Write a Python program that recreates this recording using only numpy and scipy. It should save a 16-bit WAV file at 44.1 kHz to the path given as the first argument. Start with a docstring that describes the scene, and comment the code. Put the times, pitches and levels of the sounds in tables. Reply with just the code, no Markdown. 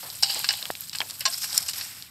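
"""A steel shovel works a heap of dry, gravelly soil outdoors, in two strokes, heard through one microphone response.
The blade clanks into the gravel and grinds through it; then it strikes again and soil slides over the steel.
Small stones click, clods land with dull knocks, and fine grit trickles all the while over a faint low rumble.
Steel and stone ring as decaying sines with noise bursts; moving soil is clumped random ticks, filtered.
No echo of the place is added; all sources share one direction, leaning a little left in the middle range."""
import sys
import numpy as np
from scipy import signal
from scipy.fft import rfft, irfft
from scipy.io import wavfile
from scipy.ndimage import uniform_filter1d

SR = 44100
rng = np.random.default_rng(int(sys.argv[2]) if len(sys.argv) > 2 else 0)


def generate_wav(signal):
    """Clip the signal to [-1, 1] and save it as 16-bit WAV at the path in sys.argv[1]."""
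    frames = np.transpose(np.atleast_2d(signal))
    scaled = np.clip(frames, -1, 1) * 32767
    pcm = np.round(scaled).astype(np.int16)
    wavfile.write(sys.argv[1], SR, pcm)


N = 92610
TIME = np.arange(N) / SR  # s
HIT_TIME = TIME[:8192]  # s, the span of one hit
HZ = np.fft.rfftfreq(4096, 1 / SR) + 1  # filter grid, raised 1 Hz to keep logarithms finite


def amp(db):
    """Decibels to gain."""
    return 10 ** (np.asarray(db) / 20)


def evened(x):
    """Scales to rms 1."""
    return x / np.sqrt(np.mean(x ** 2) + 1e-20)


def unit_hit(x):
    """Scales a hit to the energy of one millisecond at rms 1."""
    return x / np.sqrt(np.sum(x ** 2) * 1000 / SR + 1e-20)


def read(points):
    """A spectrum table on the frequency grid, in dB."""
    hz, db = np.transpose(points)
    return np.interp(np.log(HZ), np.log(hz), db)


def level(points):
    """A level curve as gain per sample."""
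    s, db = np.transpose(points)
    return amp(np.interp(TIME, s, db))


def add(mix, s, sound):
    """Mixes a sound in at a time in seconds."""
    part = mix[max(round(s * SR), 0):][:len(sound)]
    part += sound[:len(part)]


def colour(x, db):
    """Causal minimum-phase filter with the given gain per frequency, from the folded cepstrum."""
    cepstrum = irfft(np.log(amp(np.maximum(db, -100))))
    half = len(cepstrum) // 2
    folded = np.r_[cepstrum[0], 2 * cepstrum[1:half], np.zeros(half)]
    impulse_response = irfft(np.exp(rfft(folded)))[:half]
    return signal.fftconvolve(x, impulse_response)[:len(x)]


def low_cut(hz, power):
    """Gain in dB of a low cut that is 3 dB down at its edge."""
    return -10 * np.log10(1 + (hz / HZ) ** power)


def bump(hz, octaves, skirt_db):
    """A broad resonance, at half amplitude this many octaves away, over a skirt, in dB."""
    peak = 1 / (1 + (np.log2(HZ / hz) / octaves) ** 2)
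    skirt = amp(skirt_db) * np.minimum(HZ / hz, 1)
    return 20 * np.log10(peak + skirt)


def wander(step_s):
    """A random curve between -2 and 2 with turning points step_s apart on average."""
    knots = np.cumsum(rng.exponential(1, 4000)) * max(step_s, .001)
    return np.interp(TIME, knots, np.clip(rng.standard_normal(len(knots)), -2, 2))


FINE_COUNT_SLOPE = .9  # fine grains outnumber coarse ones by this power of their pitch
FINE_SPREAD = 0.098  # share by which the finest grains vary less in strength than the coarsest
SPURT_DB, SPURT_S = 2.5, .009  # each grain size comes and goes on its own


def grains(per_s, spread_db, clump_db, clump_s, count=12):
    """Clumped ticks of many grain sizes, each with its own pitch and spurts; fine grains are more even."""
    clumps = clump_db * wander(clump_s)
    pitches = np.geomspace(700, 14000, count)
    shapes = [bump(hz, .22, -40) for hz in pitches]
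    total_db = 10 * np.log10(sum(amp(shape) ** 2 for shape in shapes))
    shares = pitches ** FINE_COUNT_SLOPE / np.sum(pitches ** FINE_COUNT_SLOPE)
    out = np.zeros(N)
    for shape, share, fineness in zip(shapes, shares, np.linspace(0, 1, count) ** 2):
        uneven = 1 - FINE_SPREAD * fineness
        strength = amp(uneven * spread_db * np.minimum(rng.exponential(1, N), 4))
        size = strength * rng.choice([-1, 1], N)
        ticks = size * (rng.random(N) < per_s * share / SR)
        flow = amp(uneven * (clumps + SPURT_DB * wander(SPURT_S)))
        out += colour(evened(ticks) * flow, shape - total_db)
    return out


def struck(burst, contact_db):
    """Puts one hard first contact at the head of a burst of smaller ones."""
    return unit_hit(burst) + amp(contact_db) * unit_hit(signal.unit_impulse(len(burst)))


# level of the fine grit trickling down the heap [t/s, level/dB]
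TRICKLE_LEVEL = [(0, -34), (.07, -34), (.2, -37), (.4, -32), (.7, -37), (.79, -38.5), (.82, -33.5),
                 (.91, -42.5), (.96, -36), (1.05, -38), (1.12, -37), (1.25, -39.5), (1.44, -34),
                 (1.49, -42), (1.8, -37), (2.0, -41.5), (2.1, -47.5)]
# spectrum of that grit [f/Hz, level/dB]
TRICKLE_SPECTRUM = [(300, -29), (1000, -10.5), (2000, -7.5), (3200, -2), (5000, 1.5), (8000, 1), (12000, 0),
                    (15000, -3)]


def trickle():
    """A fine rain of grit down the heap, as dense small ticks."""
    grit = grains(per_s=12000, spread_db=1.5, clump_db=2, clump_s=0.0032)
    return level(TRICKLE_LEVEL) * evened(colour(grit, read(TRICKLE_SPECTRUM)))


# spectrum of the low rumble [f/Hz, level/dB]
RUMBLE_SPECTRUM = [(20, -7.5), (35, -14), (50, -10.5), (80, 2.5), (130, 4.5), (200, -4), (300, -8),
                   (450, -19), (1000, -21), (4000, -43)]
RUMBLE_DB = -53.5


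def rumble():
    """A faint, steady low rumble of filtered noise."""
    return amp(RUMBLE_DB) * evened(colour(rng.standard_normal(N), read(RUMBLE_SPECTRUM)))


# soft spills of loose earth [t/s, level/dB, decay/s, f/Hz]
SPILLS = [(0.03, -37.5, 0.061, 795), (.355, -35.5, 0.031, 660), (0.621, -42.5, 0.079, 696),
          (.945, -45, .04, 1000), (1.014, -37.5, 0.025, 660), (1.09, -48, 0.078, 1010),
          (1.208, -30, 0.017, 2120), (1.441, -33.5, 0.013, 1920), (1.525, -45.5, 0.15, 960),
          (1.734, -39.5, 0.22, 2200)]
SPILL_OCTAVES, SPILL_SKIRT_DB = 1, -33


def spills():
    """Loose earth patters down in short, dull runs, each a decaying stretch of one stream of grains."""
    patter = grains(per_s=18000, spread_db=-1.0, clump_db=0.5, clump_s=.005)
    out = np.zeros(N)
    for s, db, decay_s, hz in SPILLS:
        fade = (TIME > s) * np.exp(-abs(TIME - s) / decay_s)
        out += amp(db) * fade * evened(colour(patter, bump(hz, SPILL_OCTAVES, SPILL_SKIRT_DB)))
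    return out


# stones knocking together [t/s, level/dB, f/Hz, half-width/octaves, decay/s]
STONES = [(0.1018, -22.5, 4700, 0.43, 0.00033), (0.1565, -26.5, 7750, 0.49, .0005),
          (0.3458, -19, 7300, 0.19, .0007), (0.372, -22, 4100, 0.26, .0009),
          (0.3923, -18, 9000, 0.59, .0008), (0.5283, -20.5, 8000, 0.65, .0005),
          (0.5378, -19, 3700, 0.6, 0.0012), (0.6267, -18.5, 3660, 0.38, 0.00067),
          (.6550, -18.5, 2880, 1, 0.00063), (0.7035, -27, 3020, 0.4, 0.00027),
          (.7095, -23.5, 6950, 0.94, 0.0022), (0.7527, -23.5, 3400, 0.8, 0.001),
          (0.8079, -20, 11800, 0.46, .0008), (0.8959, -22, 4700, 0.48, 0.00079),
          (.9574, -21.5, 7900, 0.54, 0.00054), (0.9856, -17, 4840, 0.49, 0.0008),
          (1.0046, -12.5, 3210, 0.065, 0.0035), (1.0160, -14.5, 2280, 0.64, 0.00045),
          (1.0981, -22, 5100, 0.83, 0.0055), (1.1085, -19.5, 4960, 0.68, 0.00045),
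          (1.1946, -24, 11900, 0.67, 0.0031), (1.2082, -20, 10600, 0.38, 0.0012),
          (1.3005, -21.5, 8100, 0.15, 0.0047), (1.381, -20.5, 7000, 0.53, 0.0039),
          (1.419, -21, 6060, 0.28, 0.0026), (1.5048, -24, 5050, 0.15, 0.0022),
          (1.5293, -17, 5000, 0.54, 0.0029), (1.5776, -9.5, 7600, 0.76, 0.0015),
          (1.6269, -19.5, 5900, 1, 0.003), (1.664, -26, 5160, .4, 0.0017),
          (1.6838, -13.5, 6300, 0.27, 0.0021), (1.6955, -16, 5660, 0.89, 0.0033),
          (1.734, -19, 5060, 0.73, 0.006), (1.781, -21.5, 11800, .3, .012),
          (2.0242, -24.5, 4640, 0.6, 0.00058)]
STONE_SKIRT_DB, STONE_CONTACT_DB = -52, -10.5  # first contact against the burst that follows
STONE_TAIL_DB, STONE_TAIL_S = -11.5, 0.0044  # faint scatter after the click
PURE_OCTAVES = 0.24


def stones():
    """Dry noise clicks, each with a faint scatter after it; narrow-band stones also ping."""
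    out, t = np.zeros(N), HIT_TIME
    for s, db, hz, octaves, decay_s in STONES:
        fade = np.exp(-t / decay_s) + amp(STONE_TAIL_DB) * np.exp(-t / STONE_TAIL_S)
        burst = rng.standard_normal(len(t)) * fade
        click = unit_hit(colour(struck(burst, STONE_CONTACT_DB), bump(hz, octaves, STONE_SKIRT_DB)))
        ping = unit_hit(np.cos(2 * np.pi * hz * t) * np.exp(-t / decay_s))
        add(out, s, amp(db) * unit_hit(click + (PURE_OCTAVES / octaves) ** 2 * ping))
    return out


# modes of the blade [f/Hz, t60/s, tip-struck level/dB, face-struck level/dB]
BLADE = [(783.4, 0.074, -1, -14.5), (836, 0.1, -16, 0), (1058, 0.071, -28, 7), (1629, 0.038, -5, 4),
         (2657, 0.033, -5, 1.5), (2925, 0.071, -0.5, -3.5), (3570, 0.072, -45, 3.5),
         (3893, 0.064, 2.5, -13), (4160, 0.049, -10.5, 6), (4468, 0.039, 1, 7), (4700, 0.071, 7.5, -20),
         (5000, 0.042, 7, -9), (5300, 0.059, 6, -14), (5450, 0.026, -5, -15), (5530, 0.059, 3.5, -31),
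         (5750, 0.066, -24, 5.5), (7400, 0.033, -7, -0.5), (8460, 0.079, -4, -9)]
BODY_WIDTH, BODY_FLOOR_DB = 0.019, -10.5  # half-width as a share of each mode's pitch; valley level


def blade_ring(place):
    """The blade's modes die away as sines, weighted by where it is touched (0 tip, 1 face)."""
    t = HIT_TIME
    ring = np.zeros(len(t))
    for hz, t60, tip, face in BLADE:
        fade = np.exp(-np.log(1000) * t / t60)
        ring += amp(tip + (face - tip) * place) * fade * np.sin(2 * np.pi * (hz * t + rng.random()))
    return unit_hit(ring)


def blade_body(place):
    """The broad resonances through which the blade radiates the crunch, in dB."""
    peaks = 0
    for hz, _, tip, face in BLADE:
        peaks = peaks + amp(tip + (face - tip) * place) ** 2 / (1 + ((HZ / hz - 1) / BODY_WIDTH) ** 2)
    return 10 * np.log10(peaks + amp(BODY_FLOOR_DB) ** 2)


def scrape(grit, spectrum, curve, place, ring_db):
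    """Grit rubs along the steel and keeps its modes ringing, ring_db against the rub."""
    rub = evened(colour(grit, read(spectrum)))
    ring = signal.fftconvolve(rub, blade_ring(place))[:N]
    return level(curve) * (rub + amp(ring_db) * evened(ring))


# level of the blade grinding into the heap, before its ring is added [t/s, level/dB]
GRIND_LEVEL = [(.222, -88), (0.236, -24.5), (.26, -31.5), (.31, -27), (.375, -29.5), (.42, -34), (.48, -36),
               (.52, -32.5), (.58, -34.5), (.66, -38.5), (.78, -55)]
# spectrum of the grinding [f/Hz, level/dB]
GRIND_SPECTRUM = [(150, -22.5), (430, -23), (780, -6), (1200, -13.5), (2200, -10.5), (3000, -2.5),
                  (3650, -6), (4200, 1), (5300, -2.5), (8000, -8), (15000, -29)]


def grind():
    """The blade's tip grinds into the heap, rung by the grit it rubs."""
    grit = grains(per_s=9000, spread_db=2.5, clump_db=3.0, clump_s=.004)
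    return scrape(grit, GRIND_SPECTRUM, GRIND_LEVEL, place=0, ring_db=-6.0)


# blows of the blade on gravel
# [t/s, level/dB, brightness edge f/Hz, crunch decay/s, ring against crunch/dB, place: 0 tip - 1 face]
BLOWS = [(0.2258, -8, 9000, 0.011, -12, 0.071), (0.2324, -3.5, 7500, 0.0045, -3, 0),
         (.2973, -17.5, 5500, 0.0036, 0, 0.1), (0.3037, -14.5, 6350, 0.0055, -13, 0.23),
         (0.4432, -10, 4600, 0.0022, -14, 0.63), (.4890, -5.5, 4530, 0.0035, -4.5, 0.28),
         (.5065, -11, 4800, 0.0014, -7.5, 0.72), (.9310, -20, 5030, 0.0045, -30, 0.33),
         (.9500, -16.5, 4400, 0.0013, -14, 0.46), (1.0040, -16, 5070, 0.0012, -20, 0.61),
         (1.2069, -17.5, 5970, 0.0021, -35, 0.33), (1.2541, -7, 5100, 0.002, -5, 0.86),
         (1.2575, -8, 6450, 0.0024, -19, 0.95), (1.2613, -8, 6260, 0.005, 0, 0.95),
         (1.275, -15, 5030, 0.0067, -26, 0.76), (1.4418, -15.5, 7450, 0.0047, -29, 0.75),
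         (1.6879, -12.5, 7000, 0.0089, -15, 0.5), (1.8115, -18, 5150, .004, -24, 0.75)]
# spectrum of crushed gravel [f/Hz, level/dB]
CRUNCH = [(100, -5), (400, -10), (700, -9), (1300, -7), (2200, -2.5), (3200, -3.5), (4500, -2.5), (6000, 4),
          (9000, 6), (15000, 12)]
BLOW_SLOPE, BLOW_LOW_CUT_HZ = 4.2, 860  # slope: filter order above the brightness edge
CRUNCH_SPREAD_DB, BLOW_CONTACT_DB = 2, -10  # uneven contacts; first contact against the burst
SETTLE_DB, SETTLE_S = -4, 0.011  # second, fixed decay of the crunch


def blows():
    """Each blow crushes a short burst of gravel and rings the soil-damped blade."""
    out, t = np.zeros(N), HIT_TIME
    for s, db, edge_hz, decay_s, ring_db, place in BLOWS:
        strength = amp(CRUNCH_SPREAD_DB * np.minimum(rng.exponential(1, len(t)), 3))
        contacts = rng.standard_normal(len(t)) * strength
        burst = contacts * (np.exp(-t / decay_s) + amp(SETTLE_DB) * np.exp(-t / SETTLE_S))
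        dulling = -10 * np.log10(1 + (HZ / edge_hz) ** (2 * BLOW_SLOPE))
        spectrum = read(CRUNCH) + blade_body(place) + dulling
        crunch = unit_hit(colour(struck(burst, BLOW_CONTACT_DB), spectrum))
        add(out, s, amp(db) * (crunch + amp(ring_db) * blade_ring(place)))
    return colour(out, low_cut(BLOW_LOW_CUT_HZ, 4))


# hollow notes of the scoop [t/s, level/dB, starting f/Hz, final f/Hz, decay/s]
THRUMS = [(.2262, -19, 817, 778, 0.01), (.4895, -22, 789, 756, 0.0089), (1.019, -35, 854, 890, 0.021),
          (1.271, -26, 593, 750, 0.016)]
THRUM_ROUGH = .45  # depth of the chatter
GRIP_S = 0.023  # time for the soil to close on the blade


def thrums():
    """The scoop's hollow note slides in pitch as the soil's grip changes, and chatters against the grit."""
    out, t = np.zeros(N), HIT_TIME
    for s, db, start_hz, end_hz, decay_s in THRUMS:
        hz = end_hz + (start_hz - end_hz) * np.exp(-t / GRIP_S)
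        note = np.sin(2 * np.pi * np.cumsum(hz) / SR)
        chatter = 1 + THRUM_ROUGH * evened(uniform_filter1d(rng.standard_normal(len(t)), size=130))
        swell = np.minimum(t * start_hz / 2, 1) * np.exp(-t / decay_s)  # builds up over two cycles
        add(out, s, amp(db) * unit_hit(note * swell * chatter))
    return out


# clods landing [t/s, level/dB, f/Hz, decay/s]
CLODS = [(.7030, -14, 713, 0.0011), (1.0048, -20, 900, 0.0022)]
CLOD_KNOCK_HZ, CLOD_KNOCK_DB, CLOD_KNOCK_S = 1830, -6.5, 0.0012
CLOD_LOW_CUT_HZ = 59


def clods():
    """Dull thuds with a decay time of two cycles or less, each with a short knock on top."""
    out, t = np.zeros(N), HIT_TIME
    knock = np.sin(2 * np.pi * CLOD_KNOCK_HZ * t) * np.exp(-t / CLOD_KNOCK_S)
    for s, db, hz, decay_s in CLODS:
        thud = np.sin(2 * np.pi * hz * t) * np.exp(-t / decay_s)
        add(out, s, amp(db) * unit_hit(thud - amp(CLOD_KNOCK_DB) * knock))
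    return colour(out, low_cut(CLOD_LOW_CUT_HZ, 2))


# level of the soil sliding over the blade, before its ring is added [t/s, level/dB]
SLIDE_LEVEL = [(1.25, -68), (1.28, -32.5), (1.339, -25.5), (1.40, -35), (1.435, -27), (1.48, -32),
               (1.567, -22), (1.606, -31), (1.68, -31), (1.72, -38), (1.75, -31), (1.83, -33),
               (1.93, -41.5), (2.02, -45), (2.1, -79)]
# spectrum of the sliding soil [f/Hz, level/dB]
SLIDE_SPECTRUM = [(150, -18.5), (450, -27), (700, -18), (1500, -12), (3300, -10.5), (4400, -5), (5600, 3),
                  (6500, -1.5), (8000, -5), (12000, -8.5), (15000, -17)]


def slide():
    """Soil slides over the steel between tip and face, and keeps it ringing."""
    grit = grains(per_s=9000, spread_db=2.0, clump_db=3.0, clump_s=0.0055)
    return scrape(grit, SLIDE_SPECTRUM, SLIDE_LEVEL, place=0.64, ring_db=-10.0)


# modes of the hard pebble [f/Hz, t60/s, level/dB]
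PEBBLE = [(5300, 0.029, -5), (5660, 0.0094, 7), (7250, 0.013, 0), (11130, 0.024, -11)]
CHINK_S, CHINK_DB, CHINK_LOW_CUT_HZ = 1.5785, -1, 4400


def chink():
    """One hard pebble springs off the steel and rings briefly, high and bright."""
    out, t = np.zeros(N), HIT_TIME
    ring = np.zeros(len(t))
    for hz, t60, db in PEBBLE:
        ring += amp(db) * np.exp(-np.log(1000) * t / t60) * np.cos(2 * np.pi * hz * t)
    thin = colour(ring, low_cut(CHINK_LOW_CUT_HZ, 4))
    add(out, CHINK_S, amp(CHINK_DB) * unit_hit(thin))
    return out


# lean of the heap's sound to the left [f/Hz, left minus right level/dB]
LEAN = [(20, 0), (700, 0), (1300, 1.6), (1900, 1.1), (2800, 0), (16000, 0)]


def scene():
    """All sources come from one direction, with a slight lean to the left in the middle range."""
    soil = trickle() + spills() + grind() + slide()
    hits = stones() + blows() + thrums() + clods() + chink()
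    mono = soil + hits + rumble()
    return np.array([colour(mono, side * read(LEAN) / 2) for side in (1, -1)])


# response of the microphone [f/Hz, level/dB]
MICROPHONE = [(20, -3.5), (3500, -3), (5300, -3), (6250, -11), (7200, -4.5), (8300, 0), (9300, -7.5),
              (10000, -10), (11600, 0), (13000, -1), (15500, -10.5)]
LOW_CUT_HZ, EDGE_HZ = 53, 15650  # low cut and upper band limit
OVERLOAD_DB = -1.5  # ceiling towards which peaks are rounded


def record(dry):
    """The microphone's low cut and rippled treble, soft overload of the peaks, then the band limit."""
    response = read(MICROPHONE) + low_cut(LOW_CUT_HZ, 4)
    heard = np.array([colour(channel, response) for channel in dry])
    heard = heard / (1 + (heard / amp(OVERLOAD_DB)) ** 8) ** (1 / 8)
    band_limit = signal.firwin(511, EDGE_HZ, window=("kaiser", 9), fs=SR)
    return signal.oaconvolve(heard, band_limit[None], "same")


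dry = scene()
out = record(dry)
generate_wav(out)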